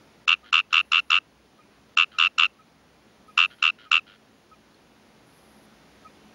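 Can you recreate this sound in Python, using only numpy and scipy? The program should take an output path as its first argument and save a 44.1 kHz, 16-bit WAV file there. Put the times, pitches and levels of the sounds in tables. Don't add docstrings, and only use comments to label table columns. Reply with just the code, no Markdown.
import sys
import numpy as np
from scipy import signal
from scipy.io import wavfile
from scipy.ndimage import uniform_filter1d

SR = 44100
rng = np.random.default_rng(int(sys.argv[2]) if len(sys.argv) > 2 else 0)


def output_pcm(signal):
    pcm = np.clip(np.atleast_2d(signal).T, -1, 1) * 32767
    wavfile.write(sys.argv[1], SR, np.round(pcm).astype(np.int16))


def amplitude_ratio(level_db):
    exponent = np.asarray(level_db, float) / 20
    return 10 ** exponent


N = 279594
LEAD = 600


def evened(x):
    return x / np.sqrt(np.mean(x ** 2) + 1e-20)


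def peaked(x):
    return x / (abs(x).max() + 1e-12)


def add(mix, s, sound):
    part = mix[round(s * SR):][:len(sound)]
    part += sound[:len(part)]


def ring(x, hz, width, order=1):
    b, a = signal.iirpeak(hz, hz / width, SR)
    for _ in range(order):
        x = signal.lfilter(b, a, x)
    return x


def band(x, low_hz, high_hz):
    sos = signal.butter(4, (low_hz, high_hz), "band", fs=SR, output="sos")
    return signal.sosfiltfilt(sos, x)


def coloured(points, patchy_db):
    hz = np.fft.rfftfreq(2048, 1 / SR)
    real, imag, patches = rng.standard_normal((N // 512 + 5, 1025, 3)).T
    patches = evened(uniform_filter1d(uniform_filter1d(patches, 20, 0), 6, 1))
    point_hz, point_db = np.transpose(points)
    shape_db = np.interp(np.log(hz + 1), np.log(point_hz + 1), point_db)
    z = (real + 1j * imag) * amplitude_ratio(shape_db[:, None] + patchy_db * patches)
    return signal.istft(z, nperseg=2048, noverlap=1536)[1][:N]


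def gate(start, stop, edge):
    t = np.arange(N) / SR
    return np.clip(np.minimum(t - start, stop - t) / edge + .5, 0, 1)


def scatter(x, t60):
    at = np.arange(90, 8000, 40)
    at = at + rng.integers(0, 40, len(at))
    taps = np.zeros(8100)
    taps[at] = rng.choice([-1., 1.], len(at)) * amplitude_ratio(-60 * at / SR / t60)
    return signal.oaconvolve(x, taps / np.linalg.norm(taps))[:N]


# frequency in Hz, level in dB per Hz.
WASH_SPECTRUM = [(25, -32.5), (45, -17.5), (75, -10.5), (160, -6), (300, -5.5), (700, -10.5), (1100, -13.5),
                 (2500, -18), (4400, -22), (6500, -26), (7400, -31.5), (7900, -52.5), (8100, -91.5)]
# time in seconds, level in dB.
WASH_LEVEL = [(0.0, -59), (0.12, -59), (0.55, -62), (1.16, -62.5), (1.78, -60.5), (2.52, -62), (3.23, -60),
              (3.95, -62.5), (4.26, -61), (4.82, -60), (5.76, -57.5), (6.34, -57)]
# frequency in Hz, level in dB per Hz.
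HISS_SPECTRUM = [(7700, -58.5), (8000, -11.5), (8600, -3), (10200, 0.5), (11500, -5), (13200, -6.5),
                 (14200, -13.5), (15700, -15)]
# frequency in Hz, width in Hz, level in dB.
HUM_BANDS = [(62.3, 8.8, -74), (215.8, 17, -68), (277, 8, -75), (164, 7.4, -77)]


def field():
    wash = coloured(WASH_SPECTRUM, 0.65)
    middle = signal.sosfilt(signal.butter(4, (100, 900), "band", fs=SR, output="sos"), wash)
    wash = wash / np.std(middle)
    hum = 0
    for hz, width, db in HUM_BANDS:
        hum = hum + amplitude_ratio(db + 60.5) * evened(ring(rng.standard_normal(N), hz, width, order=2))
    hiss = amplitude_ratio(-75.5 + 58.5) * evened(coloured(HISS_SPECTRUM, .8))
    s, db = np.transpose(WASH_LEVEL)
    return amplitude_ratio(np.interp(np.arange(N) / SR, s, db)) * (wash + hum + hiss)


# frequency in Hz, level in dB.
MOTOR_LINES = [(9329, -86.5), (9507, -87.5), (9868, -90), (10045, -79), (10228, -85), (10767, -87),
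               (11483, -93.5), (11660, -95), (12382, -95), (12737, -94.5), (12920, -82), (13098, -89.5),
               (13814, -100)]
# start in seconds, stop in seconds, level in dB.
MOTOR_RUNS = [
    (0.765, 1.102, -3.5),
    (3.27, 3.611, -3),
    (5.263, 5.66, 1),
]


def camera():
    t = np.arange(N) / SR
    lines = sum(amplitude_ratio(db + 4) * np.sin(2 * np.pi * (hz * t + rng.random())) for hz, db in MOTOR_LINES)
    lines = lines * (1 + .3 * evened(uniform_filter1d(rng.standard_normal(N), 900)))
    whirr = amplitude_ratio(-75.5) * evened(ring(rng.standard_normal(N), 10300, 1500, order=2))
    runs = sum(amplitude_ratio(db) * gate(start, stop, 0.011) for start, stop, db in MOTOR_RUNS)
    scan = amplitude_ratio(-85 + 3) * np.sin(2 * np.pi * 15625 * t)
    return runs * (lines + whirr) + scan


# frequency in Hz, width in Hz, level in dB.
TREBLE_BANDS = [(5070, 420, -2.5), (5540, 1000, -1.5), (7280, 600, 0)]


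def chirp(db, swing_ms, low_db, throat_db, treble_db, size=0.97, rough=0.46, haze_db=-29, sac_up=0.94):
    wobble, air = rng.standard_normal(3), rng.standard_normal((3, LEAD * 2))
    t = np.arange(-LEAD, LEAD) / SR
    opener = np.clip((treble_db + 22.5) / 4.0, 0, 1)
    soft = np.clip(-(db + 7.0) / 8.0, 0, 1)
    swing = (swing_ms + 2.4 - 1.1 * opener) / 1000

    glide = 64000 - 30000 * soft - 15000 * opener
    hz = size * (1480 - 70 * soft + 12 * wobble[0] + glide * np.minimum(t, .0005))
    turn = 2 * np.pi * (np.cumsum(hz) - hz[:LEAD].sum()) / SR + 0.21 + 0.81 * wobble[2]
    rise = np.clip((t + swing) / (0.48 * swing), 0, 1) ** 1.11
    folds = rise * np.clip((.0008 + .0009 * soft - t) / (0.00069 + 0.00028 * soft), 0, 1)
    snap = np.exp(-((t + 0.0008) / (0.00049 + 0.00018 * soft + 0.00016 * opener)) ** 2)
    rasp = 1 + rough * air[0]

    sac_hz = sac_up * (2828 + 24.0 * max(min(db + 14, 0), -11) + 12 * wobble[1])
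    struck = snap * np.cos(2 * turn) * rasp
    damped = np.exp(-(np.maximum(t, 0) / (.0048 - 0.0011 * soft)) ** 3)
    leak = (0.66 + 0.42 * soft) * folds * np.clip((t + 0.0052) / 0.0029, 0, 1) * np.cos(2 * turn - .3)
    sac = damped * peaked(ring(struck, sac_hz, 140))
    sac = peaked(sac + leak + 0.25 * peaked(ring(struck, 2950 * sac_up, 650)))

    first = folds * np.cos(turn + 0.28) * rasp
    low = peaked(ring(first, 1674 * size, 770)) + 0.38 * peaked(ring(first, 1300 * size, 120))
    low = peaked(low)

    early = rise * np.clip((-.0018 + 0.0018 * opener - t) / 0.0012, 0, 1)
    third = np.cos(3 * turn + 1.6) * rasp
    throat = peaked(ring(early * third, 3600 * size * (1 + 0.036 * opener), 600))
    throat = throat + 0.45 * peaked(ring(snap * third, 4250 * size, 600))

    upper = np.cos(4 * turn) + np.cos(5 * turn) + (1.1 - .6 * opener) * air[1]
    upper = (folds + 1.1 * snap) * upper
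    treble = peaked(sum(amplitude_ratio(g) * ring(upper, f, w, order=2) for f, w, g in TREBLE_BANDS))
    haze = np.exp(-((t + 0.002) / .005) ** 2) * evened(ring(air[2], 2100, 2200, order=2))
    voice = sac + amplitude_ratio(low_db) * low + amplitude_ratio(throat_db) * throat + amplitude_ratio(treble_db) * treble
    return amplitude_ratio(db) * (voice + amplitude_ratio(haze_db) * haze)


def croak(first, last, first_db, last_db, hurry, count):
    top_db, tire_db, uneven_db, hurry_power = -4.5, -3.5, 1.4, 3.2
    k = np.arange(count)
    u, chance = k / (count - 1), rng.standard_normal((4, count))
    gaps = (1 - hurry * u ** hurry_power + .04 * (k == 1)) * (k > 0)
    s = first + (last - first) * np.cumsum(gaps) / gaps.sum()

    collapse_db = (last_db - top_db - tire_db) * u ** 6.3
    db = top_db + tire_db * u + collapse_db + uneven_db * chance[0] * (u < 1)
    db = np.where(k == 0, first_db, db)
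    swing_ms = np.where(k == 0, 4.3, 5.5 - 1.5 * u ** hurry_power + .4 * chance[1])

    low_db = -8 - 6 * np.sin(np.pi * u * .75) - .22 * collapse_db + uneven_db * chance[2]
    makeup_db = 0.49 * (-6.0 - first_db) * (1 - u)
    throat_db = -13.5 - 5.5 * u + makeup_db - 0.23 * collapse_db
    throat_db = np.where(k == 0, -26 - first_db, throat_db)
    treble_db = np.where(k == 1, -22.5, -32 + uneven_db * chance[3])
    treble_db = np.where(k == 0, -23.5 - first_db, treble_db)

    sac_up = 0.95 + .0035 * (-7.5 - first_db) + 0.033 * (k > 0) * (1 - u)
    return zip(s, sac_up, db, swing_ms, low_db, throat_db, treble_db)


SIGH_HARMONICS = [-11.5, -0.5, -18, -27, -33.5, -39]


def sigh(length, db):
    peak_at = 0.43
    u = np.arange(0, length, 1 / SR) / length
    hz = (1391 + 9.0 * (db + 17)) * (1 - .13 * u ** 3.0)
    turn = 2 * np.pi * (np.cumsum(hz) / SR + rng.random())
    note = 0
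    for k, level_db in enumerate(SIGH_HARMONICS):
        note = note + amplitude_ratio(level_db + .3 * k * (db + 16.5)) * np.cos((k + 1) * turn)
    swell = np.sin(np.pi / 2 * np.minimum(u / peak_at, 1))
    swell = swell * np.minimum((1 - u) / (1 - peak_at), 1) ** 0.86
    flutter = 1 + 0.16 * evened(uniform_filter1d(rng.standard_normal(len(u)), size=24))
    return amplitude_ratio(db) * swell * note * flutter


CROAKS = {6: [(3.919, 3.9799, -7, -11.5, .1)], 7: [(.282, .3487, -7.5, -29, .33),
          (.9223, .9915, -11.5, -11, .25), (1.9758, 2.0434, -6, -20.5, .3),
          (2.3863, 2.4558, -11, -11.5, .27), (3.629, 3.7012, -7.5, -17, .2)],
          8: [(.5316, .6096, -8.5, -24, 0.39), (.7321, .8112, -11, -15, .36),
          (1.107, 1.1858, -11, -14.5, .34), (2.1894, 2.2704, -11.5, -11.5, .25),
          (3.3803, 3.4595, -4.5, -17, .22)]}
# start in seconds, length in seconds, level in dB.
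SIGHS = [
    (0.3443, .009, -31),
    (0.606, .008, -28.5),
    (0.9912, .014, -16.5),
    (2.037, .007, -27.5),
    (2.269, .0125, -19.5),
    (2.4559, .0135, -18.5),
    (3.457, .008, -29.5),
    (3.699, .010, -21),
    (3.985, 0.014, -24),
]


def frog():
    out = np.zeros(N)
    for count, croaks in CROAKS.items():
        for call in croaks:
            for s, sac_up, *row in croak(*call, count=count):
                add(out, s - LEAD / SR, chirp(*row, sac_up=sac_up))
    for s, length, db in SIGHS:
        add(out, s, sigh(length, db))
    out = 1.05 * np.tanh(out / 1.05)
    return out + amplitude_ratio(-39) * scatter(out, .26)


# start in seconds, level in dB, frequency in Hz, octave in dB under the note.
PEEPS = [
    (0.4349, -51.5, 1227, -12.5),
    (1.5898, -52.5, 1234, -8),
    (2.147, -47, 1266, -10.5),
    (2.594, -52, 1265, -11.5),
    (3.2855, -46, 1257, -14.5),
    (3.861, -48, 1255, -16),
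    (4.519, -47, 1264, -13),
    (6.0532, -42, 1260, -13.5),
]


def peeps():
    out, u = np.zeros(N), np.linspace(0, 1, 1700)
    t = u * .0385
    for s, db, hz, octave_db in PEEPS:
        turn = 2 * np.pi * hz * 1.016 * (t - 0.23 * t ** 2)
        note = abs(np.sin(np.pi * u ** .7)) ** 1.2 * np.sin(turn)
        octave = np.exp(-((u - .85) / 0.37) ** 2) * np.sin(2 * np.pi * 2520 * (t - .6 * t ** 2))
        add(out, s - .007, amplitude_ratio(db) * (note + amplitude_ratio(octave_db) * octave))
    return out


RIVAL_CROAKS = {3: [(.710, -47, 97), (3.588, -55, 100)], 6: [(2.122, -49, 105), (3.506, -49.5, 130)],
                7: [(.445, -49, 110)], 10: [(3.790, -48, 110), (4.071, -48, 100)]}


def rival():
    out = np.zeros(N)
    for count, croaks in RIVAL_CROAKS.items():
        for first, db, rate in croaks:
            for k in range(count):
                wobble = rng.standard_normal(3)
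                fade_db = -.7 * k - 1.5 * (k == 0) + 1.1 * wobble[2]
                size = 1.05 + 0.0043 * k + .028 * wobble[0]
                sound = chirp(-5, 2.5, -0.88, -6.0, -24, size=size, rough=.7, haze_db=-11,
                              sac_up=1.12 + .04 * wobble[1])
                add(out, first + k / rate - LEAD / SR, amplitude_ratio(db + 7.0 + fade_db) * sound)
    out = signal.sosfilt(signal.butter(4, 5800, fs=SR, output="sos"), out)
    return out + amplitude_ratio(-8) * scatter(out, 0.072)


# start in seconds, level in dB, frequency in Hz, width in Hz.
TICKS = [
    (.727, -50, 13900, 3485),
    (.735, -59, 14050, 3030),
    (1.634, -56, 2300, 700),
    (4.743, -53, 4296, 400.6),
]


def ticks():
    out = np.zeros(N)
    for s, db, hz, width in TICKS:
        burst = rng.standard_normal(LEAD) * np.exp(-np.arange(LEAD) / 110)
        add(out, s, amplitude_ratio(db) * peaked(ring(burst, hz, width, order=2)))
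    return out


# start in seconds, stop in seconds.
DIPS = [
    (.258, .273),
    (.513, .524),
    (1.954, 1.968),
    (2.374, 2.381),
    (3.903, 3.912),
]


def scene():
    t = np.arange(N) / SR
    back = field() + peeps() + rival()
    low = signal.sosfiltfilt(signal.butter(3, 750, fs=SR, output="sos"), back)
    dips = sum(gate(start, stop, .003) for start, stop in DIPS)
    back = low + (back - low) * (1 - .93 * np.clip(dips, 0, 1))

    near = band(frog(), 560, 11000)
    near = signal.sosfiltfilt(signal.butter(12, 7700, fs=SR, output="sos"), near)
    loudness = abs(near)
    mirrored = near * np.cos(2 * np.pi * 16000 * t)
    image = amplitude_ratio(-28) * band(mirrored, 11000, 11600)
    image = image + amplitude_ratio(-27.5) * band(near * loudness, 7900, 8900)

    back = back + camera()
    calling = np.clip(uniform_filter1d(loudness, 1200) / .004, 0, 1)
    back = back - .6 * calling * band(back, 14800, 16500)

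    grit = rng.standard_normal(N) * uniform_filter1d(loudness, size=700)
    image = image + amplitude_ratio(-49) * band(grit, 9400, 11300)
    image = image + amplitude_ratio(-48) * band(grit, 7800, 9000)
    image = image + amplitude_ratio(-40) * band(grit, 250, 600)
    return (near + image + back + ticks())[None]


def top_cut(x):
    return signal.sosfilt(signal.butter(12, 15780, fs=SR, output="sos"), x)


def record(dry):
    return top_cut(dry)


dry = scene()
out = record(dry)
output_pcm(out)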